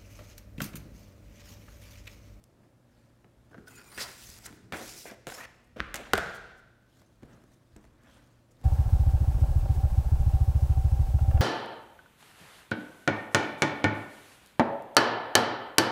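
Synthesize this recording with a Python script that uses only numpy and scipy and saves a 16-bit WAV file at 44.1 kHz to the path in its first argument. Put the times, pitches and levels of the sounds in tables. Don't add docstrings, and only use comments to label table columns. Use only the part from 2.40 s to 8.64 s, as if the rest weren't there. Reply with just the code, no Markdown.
import sys
import numpy as np
from scipy import signal
from scipy.fft import rfft, irfft, next_fast_len
from scipy.io import wavfile
from scipy.ndimage import uniform_filter1d, map_coordinates

SR = 44100
rng = np.random.default_rng(int(sys.argv[2]) if len(sys.argv) > 2 else 0)


def volts(x):
    e = np.asarray(x, float) / 20
    return 10 ** e


def output_pcm(signal):
    pcm = np.clip(np.atleast_2d(signal).T, -1, 1) * 32767
    wavfile.write(sys.argv[1], SR, np.round(pcm).astype(np.int16))


N = 275184

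# (time [s], blade [dB], thud re blade [dB], click re blade [dB], contact t60 [s])
FLAT_KNOCKS = [
    (1.272, -40, -24, -38, .045),
    (3.7335, 2.5, -21.5, -17, 0.02),
    (3.753, -13.5, -23.5, -18.5, 0.017),
    (3.775, -20, -28.5, -11.5, 0.018),
    (3.778, -8.5, -36.5, -16, 0.0142),
    (3.785, -16.5, -17.5, -21.5, .016),
]
# (pitch [Hz], width [Hz], level [dB])
FREE_BLADE = [(200, 60, -18), (393, 30, -11), (475, 84, -11), (680, 120, -7.5), (1050, 900, -16.5),
              (1450, 124, -2.5), (2000, 500, -20.5), (1570, 26, -8), (3300, 3400, -25.5)]
STEEL_EDGE = [(3335, 690, -3.5), (4960, 440, -5), (7100, 2300, -5), (9900, 230, -6.5), (11500, 410, -7.5)]
GRIPPED_BLADE = [(544, 370, -0.5), (1970, 1400, -0.5)]
WORKTOP = [(39.93, 27, -8), (60.95, 30, -3), (105, 48, 0.5), (199, 57, 1.5), (317, 220, -3),
           (442.6, 130, -4)]


def unit(x):
    return x / np.sqrt(np.mean(x ** 2) + 1e-20)


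def along(points, hz):
    f, v = np.transpose(points)
    return np.interp(np.log(hz + 1), np.log(f + 1), v)


def wobble(rate):
    knots = rng.standard_normal(int(N * rate / SR) + 4)
    return map_coordinates(knots, [np.arange(N) * rate / SR])


def filtered(x, response):
    m = next_fast_len(N + SR // 2)
    return irfft(rfft(x, m) * response(np.fft.rfftfreq(m, 1 / SR)), m)[..., :N]


def modes(table):
    def response(f):
        return sum((-1) ** k * volts(db) * 1j * f * width / (hz * hz - f * f + 1j * f * width)
                   for k, (hz, width, db) in enumerate(table))
    return response


def above(hz):
    return lambda f: (1j * f / (hz + 1j * f)) ** 2


def below(hz):
    return lambda f: (hz / (hz + 1j * f)) ** 2


def grit(rough_db, rate, patchy_db=2):
    z = signal.stft(rng.standard_normal(N), nperseg=256)[2]
    field = uniform_filter1d(rng.standard_normal(z.shape), size=4, axis=0)
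    field = uniform_filter1d(field, size=14, axis=1)
    noise = signal.istft(z * volts(patchy_db * unit(field)), nperseg=256)[1][:N]
    return unit(noise * volts(rough_db * wobble(rate) + wobble(30)))


def per_sample(shape):
    t = np.arange(0, N + 32, 32) / SR
    return np.interp(np.arange(N) / SR, t, np.linalg.norm(volts(shape(t)), axis=0))


def swells(s, db, rise, fall):
    s, db, rise, fall = (np.reshape(v, (-1, 1)) for v in (s, db, rise, fall))
    return per_sample(lambda t: db - 20 * np.maximum((s - t) / np.abs(rise), (t - s) / np.abs(fall)))


def paired(table):
    s, db, rise, fall, rel_db = np.transpose(table)
    return swells(s, db, rise, fall), swells(s, db + rel_db, rise, fall)


def contacts(table, body, click, soft_hz, mid_db, low_db, high_db, chatter_db=0.0):
    force = np.zeros((3, 2, N + SR))
    t = np.arange(SR // 8) / SR
    for s, db, thud_db, click_db, t60 in table:
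        decay = volts(chatter_db - 60 * t / np.clip(t60, .001, .2))
        chatter = rng.standard_normal((3, len(t))) * decay
        chatter[1] *= .4
        chatter[:, 0] -= [6, 5, 5]
        chatter *= volts([[db + mid_db], [db + thud_db + low_db], [db + click_db + high_db]])
        force[:, 0, round((s + .0008) * SR):][:, :len(t)] += chatter
        part = np.arange(3)
        force[part, 1, round(s * SR) + 131 * part] += np.linalg.norm(chatter, axis=1)
    paths = (lambda f: modes(body)(f) * below(soft_hz)(f),
             lambda f: modes(WORKTOP)(f) * below(900)(f),
             click)
    return sum(filtered(x[:, :N], path) for x, path in zip(force, paths))


def background():
    # (frequency [Hz], level per Hz [dB])
    air_spectrum = [(12, -49), (20, -34), (49, -10), (86, -4), (123, -6), (198, -8.5), (234, -7),
                    (270, -11), (347, -12.5), (399, -18), (590, -13.5), (738, -20.5), (2320, -32),
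                    (2600, -32.5), (16000, -41)]
    # (pitch [Hz], level [dB])
    hum_lines = [(118.4, -69.5), (242.2, -79), (344.5, -80.5)]
    t = np.arange(N) / SR
    air = unit(filtered(rng.standard_normal(N), lambda f: volts(along(air_spectrum, f))))
    hum = np.zeros(N)
    for hz, db in hum_lines:
        level = volts(db + 4.0 + 1.8 * wobble(20))
        hum += level * np.sin(2 * np.pi * hz * t + 1.4 * wobble(5.6))
    return volts(-66 + 1.0 * wobble(1.4)) * air + hum


def kitchen(x):
    # (frequency [Hz], t60 [s])
    decay_times = [(100, 0.86), (500, 0.94), (1500, 0.94), (4000, 1), (8000, 0.79), (14000, 0.67)]
    out, step = np.zeros(N + 2 * SR), SR // 3
    thicken = 1 - 0.24 * np.exp(-np.arange(SR) / SR / 0.0019)
    for start in range(0, N, step):
        hz, t, z = signal.stft(rng.standard_normal(SR), SR, nperseg=256)
        decay = volts(-60 * t / along(decay_times, hz)[:, None])
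        tail = thicken * signal.istft(z * decay, SR, nperseg=256)[1][:SR]
        wet = signal.fftconvolve(x[start:start + step], tail / np.linalg.norm(tail))
        out[start + 180:][:len(wet)] += wet
    return out[:N]


def palms():
    # (peak time [s], drag [dB], rise [s per 20 dB], fall [s per 20 dB], hiss re drag [dB])
    skin_drags = [(.24, -70.5, 0.06, 0.1, -6), (.58, -73, 0.2, 0.5, -2), (.852, -77, 4, 2, -17),
                  (1.1, -73, 0.2, -2.3, -7), (4.575, -71, 0.2, 0.22, 2), (4.84, -74, 0.2, 1.5, -3),
                  (4.917, -63.5, 0.18, 0.32, -8), (5.12, -71.5, 0.04, 0.1, -2),
                  (5.375, -75, 0.15, -0.4, -10), (5.435, -76.5, -0.4, 0.16, 2.5),
                  (5.668, -60.5, -0.14, 0.3, -10.5), (5.76, -68, -0.13, 0.44, -2.5),
                  (6.118, -79, -0.3, -2, -8), (6.238, -69.5, 0.24, -2, -2.5)]
    # (peak time [s], level [dB], rise [s per 20 dB], fall [s per 20 dB])
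    ball_pushes = [
        (.15, -66, .4, .4),
        (.86, -63, .04, .04),
        (1.118, -60, .015, .05),
        (4.59, -64, .05, .2),
        (5.69, -67, .04, .15),
        (4.835, -55, .012, .25),
        (5.365, -54, .008, .1),
        (5.45, -59, .015, .08),
        (6.12, -67, .02, .03),
        (6.215, -58, .03, .2),
    ]
    # (peak time [s], level [dB])
    weight_shifts = [(.97, -74), (1.2, -68), (1.65, -62), (1.89, -55), (2.07, -61), (2.33, -72.5),
                     (2.48, -61), (2.91, -57), (3.42, -47), (3.54, -48), (3.76, -43.5), (4.02, -57.5),
                     (4.85, -56.5), (5.36, -55), (5.48, -59), (5.7, -64), (6.22, -56)]
    # (frequency [Hz], level per Hz [dB])
    skin_spectrum = [(180, 4.5), (300, 11), (360, -23), (528, 1.5), (701, -7), (1660, -7), (2140, -13),
                     (3290, -15.5), (16000, -34.5)]
    drag, hiss = paired(skin_drags)
    push = swells(*np.transpose(ball_pushes)) + volts(-77.5)
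    weight = swells(*np.transpose(weight_shifts), 0.055, .12) + volts(-73)

    def skin(f):
        return volts(along(skin_spectrum, f))

    high = filtered(grit(2.2, 400, patchy_db=-3.5), lambda f: skin(f) * above(3500)(f))
    mid = filtered(grit(1.8, 150, patchy_db=-0.5), lambda f: skin(f) * above(350)(f) / (1 + (f / 3000) ** 4))
    low = filtered(grit(2.4, 30), lambda f: above(80)(f) / (1 + (f / 300) ** 2))
    lean = filtered(grit(1.4, 15), lambda f: above(30)(f) ** 2 / (1 + (f / 65) ** 4))
    return hiss * unit(high) + drag * unit(mid) + push * unit(low) + weight * unit(lean)


def pats():
    # (time [s], slap [dB], thud re slap [dB],
    # tack re slap [dB], contact t60 [s])
    hand_pats = [(0.0392, -60, -1, 8.5, 0.012), (0.844, -47.5, -1, -24, 0.016), (1.889, -51.5, 5, 4, 0.017),
                 (2.023, -62.5, -21, 4, 0.018), (4.573, -69, 2, -12, 0.02), (4.617, -50, -2, -13, 0.019),
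                 (4.823, -52, 6.5, -17, 0.021), (4.8308, -43.5, 1.5, -19, 0.029),
                 (4.855, -61, 12, -5.5, 0.017), (5.038, -55.5, 9.5, -9, 0.018),
                 (5.4412, -47, -8, -22, 0.021), (5.4515, -53, -11, -12, 0.017), (5.634, -66, 11, 3, 0.018),
                 (5.661, -64, -2, -14, 0.03), (6.197, -66, -1, -9.5, 0.018), (6.213, -55.5, 8.5, -7, 0.016),
                 (6.234, -50.5, -10, -13, 0.016),
                 (5.3615, -45, 1, -18, 0.027),
        (5.373, -53, -1, -19, 0.013),
    ]
    dough = [(620, 98, 1.0), (1550, 1050, -7.0)]  # (pitch [Hz], width [Hz], level [dB])
    tack = lambda f: modes([(5000, 6000, 0)])(f) * above(2500)(f)
    return contacts(hand_pats, dough, tack, soft_hz=4030,
                    mid_db=10.0, low_db=22.0, high_db=3.0, chatter_db=0.5)


def skids():
    # (time [s], peak [dB], pitch [Hz], length [s],
    # sharpness [dB])
    short_skids = [
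        (1.268, -49.5, 4840, 0.038, 1),
        (1.35, -43, 6990, 0.031, -28),
        (1.595, -24, 4640, 0.081, 6.5),
        (2.039, -39, 5300, 0.051, 7),
        (2.0546, -30.5, 7750, 0.025, 3),
        (2.936, -36, 7700, 0.029, 3),
        (4.587, -59, 5470, 0.028, 7),
        (4.928, -58, 6130, 0.025, 14),
        (5.131, -57.5, 6270, 0.03, -3),
        (6.107, -57.5, 6890, 0.034, 2),
                   (2.1546, -83, 9600, 0.045, -2),
        (3.15, -70, 11100, 0.02, -2),
        (3.236, -63, 8500, 0.033, -6),
        (3.265, -66, 11500, 0.025, 0),
        (3.9389, -45, 7200, 0.058, -11),
        (4.17, -58.5, 6670, 0.056, -9),
        (5.732, -63, 8630, 0.037, -1.5),
    ]
    # (time [s], peak [dB], pitch [Hz], length [s], sharpness [dB])
    crushed_crumbs = [
        (1.901, -31, 6800, 0.0025, 3),
        (2.0623, -28, 7600, 0.0043, 2.7),
        (2.516, -41, 5300, 0.0057, 3),
        (2.576, -33.5, 5450, 0.005, 3.4),
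        (2.711, -39.5, 5000, 0.005, 3),
        (5.364, -46, 7650, 0.0055, 2.65),
    ]
    # (time [s], peak [dB], pitch [Hz], length [s], sharpness [dB])
    cupped_palm = [
        (5.689, -58.5, 3320, 0.19, 13),
    ]
    out, t = np.zeros(N + SR), np.arange(SR // 4) / SR
    f = np.fft.rfftfreq(len(t), 1 / SR)
    for s, db, hz, length, peak_db in [*short_skids, *crushed_crumbs, *cupped_palm]:
        peak = 1 + volts(peak_db + 2.5) / (1 + ((f - hz) / (0.15 * hz)) ** 2)
        band = peak * np.abs(above(.6 * hz)(f)) / (1 + (f / 10000) ** 2)
        noise = unit(irfft(rfft(rng.standard_normal(len(t))) * band, len(t)))
        swell = np.sin(np.pi * np.clip(t / length, 0, 1)) ** 2
        out[round((s - .2 * length) * SR):][:len(t)] += volts(db - 12.0) * noise * swell
    return out[:N]


def lift():
    # (peak time [s], edge hiss [dB], rise [s per 20 dB], fall [s per 20 dB], rasp re hiss [dB])
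    skates = [
        (1.282, -59.5, -0.02, 0.22, -4.5),
        (1.38, -56, 0.0265, 0.1, 3.5),
        (1.565, -50, 0.13, 0.32, -3),
    ]
    # (peak time [s], level [dB], rise [s per 20 dB], fall [s per 20 dB])
    bumps = [
        (1.183, -53.5, -0.04, 0.16),
        (1.428, -63, -0.8, 1.3),
        (1.571, -51.5, 0, 0.1),
        (2.05, -58, -0.01, -1.3),
        (2.345, -69, -1.02, 0.8),
    ]
    # (pitch [Hz], width [Hz], level [dB])
    loose_blade = [(1430, 76, -9), (2040, 77, -7), (2520, 33, -16), (3000, 28, -20), (4900, 380, -6),
                   (6000, 35, -2), (6990, 43, -6), (7900, 160, -11), (7950, 43, -20), (8300, 80, -9),
                   (9200, 91, 0), (9600, 210, -29), (12000, 170, -18), (12000, 170, -25)]
    hiss, rasp = paired(skates)
    bump_level = swells(*np.transpose(bumps))
    song = filtered(grit(2.5, 300, patchy_db=3.5), lambda f: 0.31 * above(800)(f) + np.abs(modes(loose_blade)(f)))
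    high = filtered(song, lambda f: above(3200)(f) ** 2)
    low = filtered(song, lambda f: below(3200)(f) ** 2)
    rumble = filtered(grit(1, 43), lambda f: modes(WORKTOP)(f) * above(70)(f))
    return hiss * unit(high) + rasp * unit(low) + bump_level * unit(rumble)


def squeaks():
    # (start [s], length [s], from [Hz], to [Hz], level [dB])
    locked_tones = [(1.268, 0.028, 1496, 1480, -50), (1.28, 0.15, 2620, 2460, -62),
                    (1.36, 0.069, 1450, 1370, -57), (1.36, 0.038, 7050, 7000, -58),
                    (1.45, 0.058, 2370, 2480, -62), (1.53, .05, 4900, 4850, -53.5),
                    (2.917, 0.013, 737, 740, -42.5), (2.917, 0.013, 1540, 1500, -43),
                    (2.932, .035, 5250, 5300, -50), (3.0, 0.024, 1844, 1900, -47),
                    (3.04, 0.018, 2000, 1850, -45)]
    out = np.zeros(N)
    waver = 1 + .02 * wobble(250)
    flutter = volts(3.5 * wobble(180))
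    for s, length, from_hz, to_hz, db in locked_tones:
        span = slice(round(s * SR), round((s + length) * SR))
        u = np.linspace(0, 1, span.stop - span.start)
        turns = np.cumsum((from_hz + (to_hz - from_hz) * u) * waver[span]) / SR
        out[span] += volts(db) * flutter[span] * np.sin(np.pi * u) * np.sin(2 * np.pi * turns)
    return out


def touching():
    # (from [s], to [s])
    edge_down = [
        (1.577, 2.26),
        (2.323, 2.748),
        (2.869, 3.058),
        (3.362, 3.4),
        (3.542, 3.73),
    ]
    t = np.arange(N) / SR
    return uniform_filter1d(sum(1. * (t > a) * (t < b) for a, b in edge_down), size=88)


def slides():
    # (start [s], length [s], hiss [dB], change to the end [dB])
    edge_runs = [(1.58, 0.19, -45.5, -12), (1.778, 0.21, -51.5, -1.5), (1.99, .077, -63, 8),
                 (2.072, .12, -61.5, -9), (2.322, .12, -52.5, 6), (2.446, .25, -47.5, -3),
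                 (2.698, .045, -55.5, -9), (2.877, .182, -46.5, -9.5), (3.364, .028, -73, -3),
                 (3.56, 0.019, -46.5, -9.5), (3.58, 0.055, -59, -11.5)]
    start_s, stop_s = 0.0057, 0.0076
    s, length, db, change_db = np.transpose(edge_runs)[..., None]

    def shape(t):
        outside = np.maximum(0, np.maximum((s - t) / start_s, (t - s - length) / stop_s))
        return db + change_db * np.clip((t - s) / length, 0, 1) - 20 * outside

    return per_sample(shape)


def strokes():
    # (peak time [s], rasp [dB], rise [s per 20 dB], fall [s per 20 dB], worktop rumble re rasp [dB])
    bites = [(1.605, -38.5, 2, 0.11, -11), (1.99, -63.5, 0.5, -0.9, -13), (2.062, -49.5, 0.03, -0.07, -23),
             (2.14, -80.5, 1.5, -3.3, 6.5), (2.332, -39.5, -0.0351, 0.1341, 1.5),
             (2.474, -56.5, 0, 0.1, -3), (2.655, -49.5, 0, 0.2, -1.5), (2.7, -48.5, 0.01, 0.05, -1.5),
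             (2.875, -44, -0.1, 0.04, 3), (2.903, -45.5, 0.09, 0, -7), (3.0, -50.5, 0.08, -1, -5.5),
             (3.05, -47, 0.24, -0.2, -14.5), (3.373, -64.5, 0.4, -0.8, 4), (3.395, -54, -0.44, -0.1, 9),
             (3.56, -42, 0.16, 0.08, -6), (3.58, -54.5, -0.07, -0.6, -0.5)]
    # (frequency [Hz], level per Hz [dB])
    flour_spectrum = [(1470, -7.5), (2500, 2.5), (2920, -0.5), (5390, 6), (9010, 2), (10900, 2),
                      (14400, -0.5), (16000, 2.5)]
    # (pitch [Hz], width [Hz], level [dB])
    drum_modes = [(215, 39, -1), (340, 120, -2), (510, 190, -1), (716, 170, -2.5)]

    def edge_path(f):
        return volts(along(flour_spectrum, f)) * (1 + 0.87 * np.abs(modes(STEEL_EDGE)(f)))

    def blade_path(f):
        steel = np.abs(modes(GRIPPED_BLADE)(f)) + 0.7 * np.abs(modes(FREE_BLADE)(f))
        return steel * above(500)(f) * below(5000)(f)

    hiss, (rasp, rumble) = slides(), paired(bites)
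    edge = filtered(grit(1.9, 500, patchy_db=2.5), edge_path)
    blade = filtered(grit(2.1, 260, patchy_db=2.0), blade_path)
    drum = filtered(grit(4.0, 60, patchy_db=0.0), lambda f: modes(drum_modes)(f) * below(1200)(f))
    return touching() * (hiss * unit(edge) + rasp * unit(blade) + rumble * unit(drum))


def thumps():
    # (time [s], level [dB], pitch [Hz], t60 [s])
    booms = [
        (2.325, -42, 105, .1),
        (2.872, -39.5, 140, .09),
        (3.404, -39, 62, .14),
        (3.735, -31.5, 75, .15),
        (3.736, -28, 200, .08),
        (4.8317, -43, 266, 0.059),
    ]
    out, t = np.zeros(N + SR), np.arange(SR // 3) / SR
    for s, db, hz, t60 in booms:
        out[round(s * SR):][:len(t)] -= volts(db - 60 * t / t60) * np.sin(2 * np.pi * hz * t)
    return out[:N]


def ring():
    t = np.arange(N) / SR
    t60 = 1.3
    level = sum((t > s) * volts(db - 52 - 60 * np.abs(t - s) / t60) for s, db, *_ in FLAT_KNOCKS)
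    return level * volts(3.5 * wobble(22)) * np.sin(2 * np.pi * 1530 * t + 0.88 * wobble(37))


def knocks():
    # (time [s], blade [dB], thud re blade [dB], click re blade [dB], contact t60 [s])
    nudges = [
        (1.112, -45.5, -14, -12, 0.06),
        (1.13, -43, -17, -22, 0.022),
        (1.1425, -30, -15.5, -30, 0.038),
        (1.1785, -39, -2, -28, 0.046),
    ]
    # (time [s], blow [dB], thud re blow [dB], click re blow [dB], contact t60 [s])
    cuts = [(1.577, -30, -9, -4.5, 0.018), (2.126, -43, 0.5, -15, 0.019), (2.3225, -21, -8, -16.5, 0.022),
            (2.869, -24.5, -14, -7, 0.0091), (2.9015, -31.5, -15.5, -5.5, 0.0069),
            (2.921, -28.5, -23, -20.5, 0.017), (3.051, -36, -17, -16, 0.009), (3.369, -42.5, -2, -18, 0.01),
            (3.384, -46.5, 6.5, -17, 0.013), (3.5416, -21.5, -19.5, -2.5, 0.024),
            (3.547, -28.5, -19, -10, 0.014), (3.556, -30, -19.5, 2.5, 0.02),
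            (3.5632, -33, -14.5, 3, 0.0086)]
    # (time [s], blow [dB], thud re blow [dB], click re blow [dB], contact t60 [s])
    snap = [
        (3.3968, -22.5, -6, -28, 0.033),
        (3.4027, -7, -22, -29, 0.008),
        (3.4118, -28, -13.5, -31.5, 0.006),
    ]
    # (pitch [Hz], width [Hz], level [dB])
    snapped_blade = [(450, 300, -6), (1000, 200, -16), (1500, 750, 0.5)]
    click = lambda f: above(3000)(f) * (1 + 1.1 * modes(STEEL_EDGE)(f)) / (1 + 1j * f / 7000)
    flat = contacts(FLAT_KNOCKS, FREE_BLADE, click, soft_hz=6090,
                    mid_db=13.5, low_db=23.0, high_db=0.0, chatter_db=-5.0)
    snapped = contacts(snap, snapped_blade, click, soft_hz=3500,
                       mid_db=4.0, low_db=23.5, high_db=-1.5, chatter_db=-10.5)
    nudged = contacts(nudges, FREE_BLADE, click, soft_hz=1760, mid_db=13, low_db=22.5, high_db=-8.0)
    cut = contacts(cuts, GRIPPED_BLADE, click, soft_hz=4370, mid_db=1.5, low_db=24.5, high_db=-1.5)
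    return flat + snapped + nudged + cut


def scene():
    hits, blows = knocks() + pats()
    rubs = strokes() + lift() + palms() + skids() + squeaks()
    echoes = kitchen(volts(-8) * blows + volts(-10.0) * rubs)
    echoes = filtered(echoes, lambda f: 1 / (1 + (f / 5000) ** 2) ** .5)
    return (hits + rubs + echoes + background() + ring() + thumps())[None]


def roll_off(x):
    return signal.sosfilt(signal.butter(12, 16740, fs=SR, output="sos"), x)


def record(dry):
    def microphone(f):
        shelf = 0.04 + 1 / (1 + (f / 16040) ** 200)
        return (f < 16750) * shelf / (1 + (f / 16500) ** 8)

    return roll_off(filtered(dry, microphone))


dry = scene()
out = record(dry)
output_pcm(out)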